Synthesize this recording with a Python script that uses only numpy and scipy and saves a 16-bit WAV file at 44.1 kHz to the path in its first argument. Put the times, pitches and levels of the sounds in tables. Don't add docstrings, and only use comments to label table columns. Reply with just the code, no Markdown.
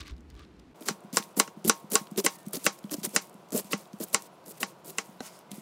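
import sys
import numpy as np
from scipy import signal
from scipy.fft import rfft, irfft
from scipy.io import wavfile

SR = 44100
rng = np.random.default_rng(int(sys.argv[2]) if len(sys.argv) > 2 else 0)


def dump(signal):
    limited = np.clip(np.atleast_2d(signal).T, -1, 1)
    pcm = np.round(limited * 32767).astype(np.int16)
    wavfile.write(sys.argv[1], SR, pcm)


N = 247709


# pitch_hz, level_db
EARLY_AIR = [(53, -21), (90, -16), (147, -5), (320, -4.5), (604, -20), (741, -20), (2330, -30), (4050, -36),
             (12000, -50.5), (15600, -58), (22000, -120)]
AIR = [(12, -63.5), (20, -22.5), (60, -40), (168, 2), (262, -10), (357, -1.5), (422, -5.5), (718, -3.5),
       (780, -7.5), (976, -7.5), (1480, -14), (1710, -21), (2750, -21), (12400, -37.5), (16000, -37)]
EARLY_AIR_DB, AIR_DB = -55, -54.5
ROOM_SWITCH_S = 0.74
# pitch_hz, width_hz, level_db
HUM_BANDS = [(186.4, 28, 0.5), (360, 14, -4), (530, 12, -7), (597, 12, -7), (717, 25, -4), (987, 28, -2.5)]
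HUM_DB = -62

# time_s, level_db
BOOM = [(0.0, -38), (0.05, -55), (0.085, -56), (0.14, -44), (0.165, -50.5), (0.32, -54), (0.366, -46),
        (0.45, -59.5), (0.73, -56.5)]
# start_s, level_db
PRESSES = [(0.107, -37), (0.123, -38), (0.338, -45), (0.355, -45)]
# pitch_hz, level_db, t60_s
CABINET_RINGS = [(64.3, -0.5, 0.24), (131, -14, 0.064)]
# start_s, hold_s, level_db, fall_30db_s (at least 0.003 s is used)
RUBS = [(0.0, 0.018, -48, 0.05), (0.068, 0.036, -53.5, 0.06), (0.31, .002, -66.5, 0.04),
        (0.382, 0.026, -61, 0.1), (0.435, 0.017, -67, -0.06), (0.463, 0.25, -75.5, -7)]
RUB_RISE_S = 0.063
# pitch_hz, level_db
RUB_SPECTRUM = [(470, -62), (800, -30), (1150, 2), (1340, -7), (1560, -4.5), (4250, -7.5), (9000, -24),
                (11700, -36), (19800, -120)]

# start_s, length_s, pitch_hz, level_db
TONES = [(2.314, 0.16, 1815, -64.5), (4.32, 0.046, 11050, -69), (5.195, 0.004, 4030, -52.5),
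         (5.487, 0.021, 2100, -61.5)]

# start_s, hold_s, level_db, fall_30db_s (at least 0.003 s is used)
RUSTLES = [(0.752, .002, -66.5, 0.5), (0.9, 0.0055, -49.5, 0.1), (1.034, 0.0016, -62.5, 0.06),
           (1.178, 0.0042, -44, 0.06), (1.219, 0.004, -46, 0.1), (1.282, 0.05, -71, 0),
           (1.4, .005, -43, 0.14), (1.564, .002, -68, 0.5), (1.732, 0.037, -53, 0.15),
           (1.957, 0.0041, -40.5, 0.15), (2.107, 0.0017, -60, 0.3), (2.205, 0.009, -55.5, 0.2),
           (2.293, 0.069, -49.5, 0), (2.381, 0.0028, -55, 0.13), (2.457, .01, -58, 0.16),
           (2.578, 0.054, -50, 0), (2.698, .01, -59, -0.04), (2.72, .005, -48.5, .13),
           (2.786, .002, -53, -0.14), (2.833, .002, -62, 0.6), (2.961, 0.043, -51, 0.03),
           (3.015, .01, -72, 0.8), (3.075, 0.02, -54.5, 0.13), (3.1, 0.023, -58, 0.16),
           (3.212, 0.0054, -46, 0.1), (3.327, .002, -72, 1.5), (3.601, .005, -49.5, 0.1),
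           (3.646, .01, -54.5, 0.27), (3.769, 0.036, -52.5, 0.09), (3.925, 0.0025, -63, 0.5),
           (4.062, 0.037, -55.5, 0.12), (4.181, 0.089, -55, 0), (4.33, .002, -76, 0.5),
           (4.53, 0.048, -57.5, -0.34), (4.574, 0.008, -53, -0.27), (4.662, 0.027, -53.5, 0.1),
           (4.788, .002, -65, 0.05), (4.916, 0.073, -57, -0.1), (4.997, 0.0042, -54.5, 0.17),
           (5.04, 0.0046, -62.5, 0.6), (5.508, .004, -51, 0.25), (5.54, .01, -57, 0.2)]
RUSTLE_RISE_S = 0.0091
LEAD_S, LEAD_DB = 0.01, -12.5
# pitch_hz, level_db
LEAF_SPECTRUM = [(1180, -30.5), (2000, -4.5), (3260, -7), (9250, -3), (10000, -4), (13900, -6.5),
                 (16000, -5)]

# start_s, level_db
BUMPS = [(0.906, -24), (1.044, -34), (1.133, -29), (1.196, -28.5), (1.368, -26.5), (1.479, -39),
         (1.569, -32.5), (1.646, -23), (1.84, -34), (1.92, -30.5), (2.01, -29), (2.116, -28),
         (2.175, -24.5), (2.468, -26.5), (2.543, -33), (2.842, -27), (2.981, -28), (3.017, -34.5),
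         (3.069, -26.5), (3.348, -36.5), (3.542, -35), (3.645, -36), (3.698, -44), (3.738, -19.5),
         (3.935, -31), (4.007, -37), (5.088, -38.5), (5.203, -45), (5.513, -32), (5.528, -35.5),
         (5.579, -30.5)]
CHOP_BUMP_DB = -19.5
# pitch_hz, level_db, t60_s
COUNTER_RINGS = [(177.2, -8, 0.091), (347, -8, 0.025), (202.2, -5, 0.11)]

# pitch_hz, level_db, t60_s
FLAT_KNIFE_RINGS = [(256, 0, 0.049), (476, -3.5, 0.023), (760, -5, .045), (1520, -15, 0.037),
                    (1960, -14, 0.023), (4090, -8, 0.014), (5200, -18.5, .012), (6100, -20, .012),
                    (7600, -23, 0.012)]
LAY_DOWN_S, LAY_DOWN_DB = 5.2053, -28.5

# time_s, level_db
SWEEP = [(5.21, -59), (5.235, -52.5), (5.265, -47), (5.29, -54.5), (5.31, -61), (5.36, -58.5),
         (5.392, -65.5), (5.4, -66), (5.43, -75)]
# time_s, pitch_hz
SQUEAK_GLIDE = [(5.231, 6100), (5.25, 6600), (5.262, 7400), (5.269, 6000), (5.28, 5000)]
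SQUEAK_WIDTH_HZ, SQUEAK_DB = 450, -4
# pitch_hz, level_db
SHRED_SPECTRUM = [(500, -37), (800, 1), (1200, -4), (1520, 1.5), (1680, -14), (2040, -6), (4220, -8.5),
                  (7020, -4.5), (16000, -19)]
# pitch_hz, width_hz, level_db
SCRAPE_BANDS = [(2120, 198, -0.5), (1000, 430, -5), (5370, 300, -3), (9700, 500, -4)]

# start_s, level_db, pitch_hz
SNAPS = [(0.0064, -25.5, 4500), (0.0066, -33, 2920), (0.031, -33, 1250), (0.0597, -34, 2170),
         (0.069, -37, 4500), (0.0803, -28, 4400), (0.11, -36, 3180), (0.166, -45, 4500), (0.181, -47, 4000),
         (0.207, -48, 6500), (0.3016, -38, 5700), (0.3426, -42, 3410), (0.352, -44, 5000),
         (0.365, -41, 3140), (0.394, -34, 1600), (0.394, -39, 3600), (0.4403, -46, 3190),
         (0.594, -48, 4500), (0.5971, -40, 5000), (0.713, -47, 1700), (0.759, -47, 7200),
         (0.798, -44, 4800), (0.808, -36, 10500), (0.824, -32.5, 3750), (0.855, -34, 7800),
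         (0.8657, -28, 12000), (1.006, -44, 9000), (1.129, -24, 4900), (1.1293, -30, 10000),
         (1.161, -22, 11000), (1.226, -24, 3500), (1.238, -30.5, 7000), (1.328, -51, 11000),
         (1.3466, -43, 3470), (1.37, -28, 7600), (1.377, -21.5, 7600), (1.3945, -11, 10500),
         (1.6437, -28, 6500), (1.648, -19, 9870), (1.6484, -23, 3400), (1.6535, -27, 6500),
         (1.654, -26, 10500), (1.6598, -23, 11100), (1.6635, -24, 8000), (1.6797, -15, 10500),
         (1.7994, -42, 12800), (1.9016, -31, 11500), (1.906, -28, 11500), (1.907, -34, 6000),
         (1.9115, -34, 6500), (1.9152, -23, 7500), (1.919, -15.5, 10800), (1.9185, -19, 6500),
         (1.9335, -16, 8200), (1.939, -16, 6500), (1.943, -20, 10200), (2.071, -29, 3320),
         (2.113, -35, 9900), (2.161, -29, 3070), (2.1615, -34, 6500), (2.1775, -18, 10500),
         (2.178, -19, 3600), (2.1888, -16, 6000), (2.192, -15.5, 5200), (2.1965, -23, 6300),
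         (2.2427, -20, 6500), (2.2465, -22, 5000), (2.2487, -9, 8160), (2.252, -15, 11500),
         (2.387, -38, 8300), (2.4304, -40, 9560), (2.465, -30.5, 7700), (2.4837, -29, 10500),
         (2.5097, -40, 12100), (2.5372, -24, 4780), (2.5463, -18, 4760), (2.569, -20, 6000),
         (2.636, -35, 8000), (2.6437, -19.5, 5600), (2.657, -20, 7340), (2.789, -32, 7500),
         (2.841, -30.5, 3450), (2.896, -30.5, 3520), (2.9186, -20, 6500), (2.927, -35, 5500),
         (2.9373, -22, 6500), (2.9417, -14.5, 7100), (2.9406, -18.5, 4300), (3.0155, -38, 7000),
         (3.0322, -23, 6500), (3.0325, -28, 3300), (3.0462, -15.5, 7600), (3.05, -12, 10500),
         (3.052, -15, 9500), (3.059, -17, 7600), (3.0924, -28, 10200), (3.1487, -22, 6340),
         (3.271, -38, 11900), (3.296, -37.5, 9650), (3.3298, -45, 9120), (3.3423, -40, 9430),
         (3.488, -43, 7400), (3.5057, -30.5, 7600), (3.522, -21.5, 7100), (3.529, -20.5, 9400),
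         (3.5344, -22.5, 8900), (3.5613, -20, 5650), (3.5778, -13.5, 7880), (3.645, -34, 9710),
         (3.716, -42, 4550), (3.8556, -37, 3730), (3.932, -34, 5200), (3.987, -40.5, 9990),
         (4.012, -26, 12000), (4.0844, -33, 12100), (4.1308, -27, 9460), (4.222, -24.5, 8100),
         (4.441, -41, 4510), (4.257, -40, 3720), (4.461, -38.5, 12300), (4.462, -35.5, 5000),
         (4.521, -32, 8000), (4.545, -53, 3500), (4.605, -27, 8200), (4.8535, -41, 8240),
         (4.8601, -41, 9350), (4.8796, -37, 9310), (5.0593, -38.5, 7800), (5.2025, -46, 8500),
         (5.39, -36, 9200), (5.5163, -26.5, 3000), (5.516, -26, 8500), (5.5163, -29.5, 5000),
         (5.5193, -35.5, 4480), (5.542, -39.5, 7540), (5.556, -36, 9000), (5.579, -44, 7000)]
FAINT_SNAPS, FAINT_SNAP_DB = 20, -50.5
FIRST_BREAK = 2.84
SNAP_T60_S = 0.0093
SNAP_TAIL_DB, SNAP_TAIL_T60_S = -16.5, 0.036
SNAP_EDGE_DB = -19

# start_s, level_db, pitch_hz
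THUMPS = [(0.812, -39, 294), (0.824, -39, 303), (0.848, -44, 292), (1.131, -28, 254), (1.369, -22.5, 275),
          (1.371, -28, 403), (1.649, -21.5, 360), (1.661, -26, 303), (1.672, -21, 215), (1.678, -27, 232),
          (1.686, -25, 211), (1.92, -27, 270), (1.934, -39, 490), (1.941, -22, 429), (2.161, -35.5, 330),
          (2.178, -19, 391), (2.189, -20, 402), (2.243, -26, 340), (2.244, -33, 570), (2.536, -30.5, 396),
          (2.547, -34, 420), (2.569, -29.5, 265), (2.65, -33.5, 320), (2.917, -27, 285), (2.941, -27, 326),
          (2.948, -30, 301), (3.042, -33, 353), (3.143, -41, 450), (3.526, -31, 340), (3.531, -36, 608),
          (3.546, -21, 228), (3.547, -21.5, 437), (3.562, -28, 612), (3.579, -28, 420), (3.712, -40, 357),
          (4.003, -29, 298), (4.009, -31, 330), (4.136, -33.5, 598), (4.477, -40.5, 330), (4.503, -42, 430),
          (4.604, -36, 476), (4.856, -44.5, 300), (5.202, -39, 282), (5.224, -45.5, 600), (4.89, -42, 387)]
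THUMP_T60_S, THUMP_RISE_S = 0.048, 0.0035

# start_s, length_s, first_crunch_db, last_crunch_db,
# first_thrum_db, last_thrum_db (thrum of the head), coarse_crunch_db (mean)
STROKES = [(0.81, 0.036, -53, -54, -42, -51, -60.5), (0.859, 0.032, -44, -35.5, -48, -29.5, -45),
           (1.132, 0.051, -41, -30, -37.5, -50, -45.5), (1.368, 0.037, -36, -25.5, -28, -32, -47),
           (1.65, 0.029, -48, -41, -34, -34, -48), (1.6805, 0.0145, -24, -28, -39, -38, -44),
           (1.915, 0.037, -37, -25.5, -30.5, -31, -42), (2.177, 0.026, -29, -34.5, -27.5, -39, -38),
           (2.247, 0.012, -26, -26, -25, -34, -38.5), (2.533, 0.04, -35, -37.5, -35, -39.5, -44.5),
           (2.64, 0.021, -38.5, -23, -47, -35, -44), (2.912, 0.037, -34, -40, -34.5, -35, -47),
           (3.034, 0.027, -35.5, -32, -37, -33, -41), (3.133, 0.024, -48, -27, -42, -34, -52),
           (3.523, 0.018, -46.5, -40, -36, -29, -53), (3.55, 0.049, -31.5, -31, -31, -34.5, -42),
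           (3.709, 0.018, -44, -28.5, -45, -42, -43), (4.002, 0.039, -41.5, -35.5, -34, -40, -48.5),
           (4.13, 0.016, -36, -32, -38, -45, -46), (4.458, 0.056, -52.5, -43, -47.5, -46.5, -60),
           (4.605, 0.03, -33.5, -37.5, -43, -32, -47), (4.847, 0.058, -50.5, -41.5, -53, -46, -56.5),
           (4.978, 0.0045, -45, -41, -52, -50, -54)]
BITE_S, LET_GO_S, LAND_S = 0.01, 0.021, 0.0072
COARSE_FOLLOWS = 0.87
SPLIT_HZ = 7060
FIBRE_CYCLES = 16.8
# pitch_hz, level_db
CRUNCH_SPECTRUM = [(530, -32.5), (900, -2.5), (1600, -10), (3150, -8.5), (4460, -4), (6640, -4.5),
                   (7680, -4), (8760, -4.5), (13700, -5), (16000, -8)]
# pitch_hz, width_hz, level_db
HEAD_BANDS = [(185, 39, 3.5), (259, 162, -0.5), (420, 130, 0.5), (598, 143, -4), (1050, 1100, -22.5)]

# start_s, crack_db, low_ring_db, high_ring_db (board), knock_db, blade_ring_db, wash_db
CHOPS = [(0.885, -5.5, -23, -34, -44, -14, -11.5), (1.1698, 5, -17.5, -26, -34, -9, -8),
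         (1.3982, 6.5, -17, -20, -17.5, -7, -7), (1.4761, -34, -39, -46, -43, -45, -35),
         (1.6957, 7.5, -16, -33, -28, -1.5, -6), (1.954, 7.5, -17, -26, -36, -6, -7),
         (2.2626, 4.5, -19, -15.5, -24, -27, -8.5), (2.6644, 1, -20, -15, -23, -8, -6.5),
         (3.162, 5, -22.5, -18.5, -23, -4, -7.5), (3.731, -21, -25, -23, -21, -52, -14.5),
         (4.145, 4, -20.5, -18.5, -32, -12, -9), (4.6293, -29, -25.5, -21.5, -50, -14, -16),
         (4.9834, -6.5, -27.5, -20.5, -42, -22, -15)]
BLOW_SPREAD_DB = 1.5
# pitch_hz, level_db, t60_s
EDGE_RINGS = [(2450, -17, 0.0026), (4800, -11.5, 0.0048), (5840, 0.5, 0.0061), (7316, 3, 0.0074),
              (8680, 1.5, 0.0059), (11880, -11.5, 0.0016)]
# pitch_hz, level_db, t60_s
BOARD_LOW_RINGS = [(456, -9, 0.063), (804, -12.5, 0.1), (929, -25.5, 0.34), (1084, -26, 0.4),
                   (1113, -0.5, 0.041), (1028, -4, 0.017), (1371, -2.5, 0.024), (1560, -9, 0.018)]
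# pitch_hz, level_db, t60_s
BOARD_HIGH_RINGS = [(1818, -6, 0.029), (2010, -6, 0.033), (2210, -14.5, 0.07), (2560, -2, 0.0084),
                    (2698, 5.5, 0.0082), (3067, -9, 0.027)]
# pitch_hz, level_db, t60_s
KNOCK_RINGS = [(275, -8, 0.048), (355, -7.5, 0.067), (449, -5, 0.041), (580, -3, 0.058),
               (716, -16.5, 0.019)]
# pitch_hz, level_db, t60_s
BLADE_RINGS = [(4070, -6.5, 0.045), (3730, -10.5, 0.02), (4710, -5, 0.039), (5000, -7, 0.044),
               (5900, -8, 0.09), (6050, -10, 0.07), (7700, -8.5, 0.016), (7130, -11, 0.031),
               (8950, 0, 0.028), (10050, -13, 0.048)]
# pitch_hz, level_db
CRACK_SPECTRUM = [(180, -35), (300, -2.5), (828, -6), (1140, -1.5), (2360, -7), (2900, -6.5), (3350, -12),
                  (3900, -9), (6100, -4.5), (8640, -12.5), (9550, -15.5), (16000, -24.5)]
# pitch_hz, width_hz, level_db
RING_TAIL_BANDS = [(1100, 60, -1.5), (2173, 61, -4), (2360, 69, -4), (3200, 110, -4), (3950, 200, -0.5),
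                   (4880, 90, -4), (5200, 120, -3), (5500, 110, -2.5), (5800, 90, -1), (6120, 84, -1.5),
                   (6800, 110, -3.5), (7380, 110, -1), (8300, 180, -6.5)]
RING_TAIL_DB, RING_TAIL_T60_S = -11, 0.095
TAIL_CUT_HZ = 10600

BASS_CUT_HZ = 128
OVERLOAD = 0.58
CUTOFF_HZ = 16984


def amp(db):
    return 10 ** (np.asarray(db) / 20)


def unit(x):
    return x / np.sqrt(np.mean(x ** 2) + 1e-20)


def passed(x, hz, kind):
    return signal.sosfilt(signal.butter(2, hz, kind, fs=SR, output="sos"), x)


def bandpassed_noise(low_hz, high_hz):
    band = signal.butter(2, [low_hz, high_hz], "band", fs=SR, output="sos")
    return signal.sosfilt(band, rng.standard_normal(N))


def curve(rows, silence_db=-120):
    s, level_db = np.transpose(rows)
    return amp(np.interp(np.arange(N) / SR, s, level_db, silence_db, silence_db))


def swell(s, hold, first_db, last_db, rise, fall):
    corners = np.cumsum([s - rise, rise, max(hold, .001), max(fall, .003)])
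    out = np.zeros(N)
    at = np.arange(max(round(corners[0] * SR), 0), min(round(corners[-1] * SR), N))
    out[at] = amp(np.interp(at / SR, corners, [first_db - 30, first_db, last_db, last_db - 30]))
    return out


def flutter(rate_hz, depth_db):
    return amp(depth_db * unit(passed(rng.standard_normal(N), rate_hz, "low")))


def colour(x, spectrum):
    hz, db = np.transpose(spectrum)
    size = 8192
    bins_hz = np.arange(size // 2 + 1) * SR / size
    log_gain = np.log(amp(np.interp(np.log(bins_hz + 1), np.log(hz), db)))
    cepstrum = irfft(log_gain)
    cepstrum[1:size // 2] *= 2
    cepstrum[size // 2 + 1:] = 0
    kernel = irfft(np.exp(rfft(cepstrum)))
    return signal.fftconvolve(x, kernel / np.linalg.norm(kernel))[:N]


def resonate(x, modes):
    out = 0
    for k, (hz, width_hz, level_db) in enumerate(modes):
        r = np.exp(-np.pi * width_hz / SR)
        top = [(1 - r * r) / 2, 0, (r * r - 1) / 2]
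        bottom = [1, -2 * r * np.cos(2 * np.pi * hz / SR), r * r]
        out = out + amp(level_db) * (-1) ** k * signal.lfilter(top, bottom, x + 1e-18)
    return out


def strike(times, dbs, modes):
    out = np.zeros(N)
    at = np.round(np.asarray(times) * SR).astype(int)
    chance = rng.standard_normal((len(at), len(modes)))
    for k, (hz, level_db, t60) in enumerate(modes):
        clicks = np.full(N, 1e-18)
        clicks[at] = amp(dbs + level_db + BLOW_SPREAD_DB * chance[:, k]) * (-1) ** k
        r = amp(-60 / (t60 * SR))
        w = 2 * np.pi * hz / SR
        out += signal.lfilter([0, np.sin(w)], [1, -2 * r * np.cos(w), r * r], clicks)
    return out


def bursts(times, dbs, t60):
    clicks = np.full(N, 1e-18)
    clicks[np.round(np.asarray(times) * SR).astype(int)] = amp(dbs)
    return rng.standard_normal(N) * signal.lfilter([1], [1, -amp(-60 / (t60 * SR))], clicks)


def grains(per_s, spread_db, hiss):
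    sizes = amp(spread_db * np.minimum(rng.exponential(1, N), 2.6)) * rng.choice([-1, 1], N)
    clicks = unit(sizes * (rng.random(N) < per_s / SR))
    return unit(clicks + hiss * rng.standard_normal(N))


def fibres(tears, low_hz, high_hz, count):
    dealt = rng.integers(0, count, N)
    pitches = np.geomspace(low_hz, high_hz, count)
    gain_db = 10 * np.log10(count)
    return sum(resonate(tears * (dealt == k), [(hz, 2.12 * hz / FIBRE_CYCLES, gain_db)])
               for k, hz in enumerate(pitches))


def room_air():
    t = np.arange(N) / SR
    before = np.clip((ROOM_SWITCH_S + .002 - t) / .008, 0, 1)
    after = np.clip((t - ROOM_SWITCH_S) / .008, 0, 1)
    early = amp(EARLY_AIR_DB) * colour(rng.standard_normal(N), EARLY_AIR)
    late = amp(AIR_DB) * colour(rng.standard_normal(N), AIR)
    hum = amp(HUM_DB) * unit(resonate(rng.standard_normal(N), HUM_BANDS))
    return before * early + after * (late + hum)


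def hand():
    boom = amp(-1.5) * curve(BOOM) * unit(bandpassed_noise(52, 76))
    thuds = passed(strike(*np.transpose(PRESSES), CABINET_RINGS), 220, "low")
    rub = sum(swell(s, hold, db, db, RUB_RISE_S, fall) for s, hold, db, fall in RUBS)
    tears = rub * flutter(90, 2.3) * grains(2000, 3.9, 0.83)
    return boom + thuds + colour(fibres(tears, 870, 12400, count=18), RUB_SPECTRUM)


def thin_tones():
    t = np.arange(N) / SR
    out = np.zeros(N)
    for s, length, hz, db in TONES:
        shape = np.sin(np.pi * np.clip((t - s) / length, 0, 1)) ** .5
        out += amp(db) * shape * np.sin(2 * np.pi * hz * t)
    return out


def leaf_rustle():
    level = sum(swell(s, hold, db, db, RUSTLE_RISE_S, fall) for s, hold, db, fall in RUSTLES)
    level = level + sum(swell(s, .001, db + LEAD_DB, db + LEAD_DB, LEAD_S, .005)
                        for s, _, db, *_ in STROKES)
    level = signal.lfilter([.005], [1, -.995], level)
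    tears = level * flutter(60.8, 0.72) * grains(3100, 2.4, 0.79)
    return amp(-2.0) * colour(fibres(tears, 1500, 15500, count=18), LEAF_SPECTRUM)


def board_bumps():
    s, db = np.transpose(BUMPS + [(chop[0], chop[-1] + CHOP_BUMP_DB) for chop in CHOPS])
    soft = np.hanning(round(0.0028 * SR))
    bumps = np.convolve(strike(s, db + 2.5, COUNTER_RINGS), soft / soft.sum())[:N]
    return passed(bumps, 180, "high")


def knife_laid_down():
    ring = strike([LAY_DOWN_S], LAY_DOWN_DB, FLAT_KNIFE_RINGS)
    return ring + colour(bursts([LAY_DOWN_S], LAY_DOWN_DB - 12.5, 0.031), CRACK_SPECTRUM)


def sweep():
    swish = curve(SWEEP)
    hz = np.interp(np.arange(N) / SR, *np.transpose(SQUEAK_GLIDE))
    slow = unit(passed(rng.standard_normal(N), SQUEAK_WIDTH_HZ, "low"))
    squeak = amp(SQUEAK_DB) * swish * slow * np.sin(2 * np.pi * np.cumsum(hz) / SR)
    shreds = colour(fibres(swish * grains(3000, 3.0, 1.1), 700, 15000, count=16), SHRED_SPECTRUM)
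    scrape = amp(7.0) * resonate(swish * grains(1500, 4.0, .5), SCRAPE_BANDS)
    leaves = amp(-2) * colour(swish * grains(2000, 2.7, 1.4), LEAF_SPECTRUM)
    return squeak + shreds + scrape + leaves


def snaps():
    out = np.zeros(N + 800)
    t = np.arange(800) / SR
    decay = amp(-60 * t / SNAP_T60_S) + amp(SNAP_TAIL_DB - 60 * t / SNAP_TAIL_T60_S)
    fade = decay * np.cos(np.pi / 2 * t / t[-1])
    noise = rng.standard_normal((len(SNAPS) + FAINT_SNAPS, 800))
    noise[:, 0] = FIRST_BREAK * np.sign(noise[:, 0])
    faint = [(ROOM_SWITCH_S + s * (N / SR - ROOM_SWITCH_S), FAINT_SNAP_DB + 8 * db, 3500 * 3.5 ** pitch)
             for s, db, pitch in rng.random((FAINT_SNAPS, 3))]
    for (s, db, hz), burst in zip(SNAPS + faint, noise * fade):
        band = signal.butter(1, [hz * 0.81, min(hz * 1.24, 19000)], "band", fs=SR, output="sos")
        click = amp(SNAP_EDGE_DB) * passed(burst, 1000, "high")
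        out[round(s * SR):][:800] += amp(db - 6.5) * (signal.sosfilt(band, burst) + click)
    return out[:N]


def thumps():
    out = np.zeros(N)
    t = np.arange(3000) / SR
    shape = (1 - np.exp(-t / THUMP_RISE_S)) * amp(-60 * t / THUMP_T60_S)
    for s, db, hz in THUMPS:
        out[round(s * SR):][:3000] -= amp(db + 6.0) * shape * np.sin(2 * np.pi * hz * t)
    return out


def strokes():
    levels = np.zeros((3, N))
    for s, length, first_db, last_db, thrum_db, thrum_last_db, coarse_db in STROKES:
        half_db = COARSE_FOLLOWS * (last_db - first_db) / 2
        ends = (first_db, last_db), (thrum_db, thrum_last_db), (coarse_db - half_db, coarse_db + half_db)
        lands = any(abs(s + length - chop[0]) < .008 for chop in CHOPS)
        fall = LAND_S if lands else LET_GO_S
        levels += [swell(s, length, *end, BITE_S, fall) for end in ends]
    fine_level, thrum_level, coarse_level = levels
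    fine_tears = fine_level * flutter(160, 2.8) * grains(3900, 4.0, 1.0)
    fine = passed(fibres(fine_tears, SPLIT_HZ, 15500, count=8), SPLIT_HZ, "high")
    coarse_tears = coarse_level * flutter(130, 2.46) * grains(2600, 3.6, 0.9)
    coarse = fibres(coarse_tears, 1003, SPLIT_HZ, count=16)
    crunch = colour(amp(-2.5) * fine + amp(4.0) * coarse, CRUNCH_SPECTRUM)
    head = amp(14.5) * resonate(thrum_level * grains(900, 2.5, 0.83), HEAD_BANDS)
    return crunch + head + thumps()


def chops():
    s, crack_db, low_db, high_db, knock_db, blade_db, wash_db = np.transpose(CHOPS)
    crack = strike(s + 0.00033, crack_db - 15.5, EDGE_RINGS)
    crack = crack + strike(s + 0.001117, crack_db - 23.0, EDGE_RINGS)
    tail = passed(bursts(s, wash_db - 18.0, 0.12), TAIL_CUT_HZ, "low")
    wash = colour(bursts(s + 0.00068, wash_db - 7.5, 0.02) + tail, CRACK_SPECTRUM)
    linger = resonate(bursts(s + 0.00067, wash_db + RING_TAIL_DB, RING_TAIL_T60_S), RING_TAIL_BANDS)
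    board_low = strike(s + 0.002202, low_db, BOARD_LOW_RINGS)
    board_high = strike(s + .0006, high_db + 1.0, BOARD_HIGH_RINGS)
    knock = strike(s + 0.0017, knock_db - 4.0, KNOCK_RINGS)
    blade = strike(s + .0004, blade_db - 18, BLADE_RINGS)
    return crack + wash + linger + board_low + board_high + knock + blade


def scene():
    small_sounds = board_bumps() + thin_tones() + knife_laid_down() + leaf_rustle()
    near = passed(chops() + strokes() + small_sounds + sweep(), BASS_CUT_HZ, "high")
    return (near + snaps() + hand() + room_air())[None]


def record(dry):
    rounded = dry / (1 + (dry / OVERLOAD) ** 4) ** .25
    mic = signal.sosfilt(signal.cheby2(10, 22, 16100, fs=SR, output="sos"), rounded)
    return signal.sosfilt(signal.cheby2(12, 70, CUTOFF_HZ, fs=SR, output="sos"), mic)


dry = scene()
out = record(dry)
dump(out)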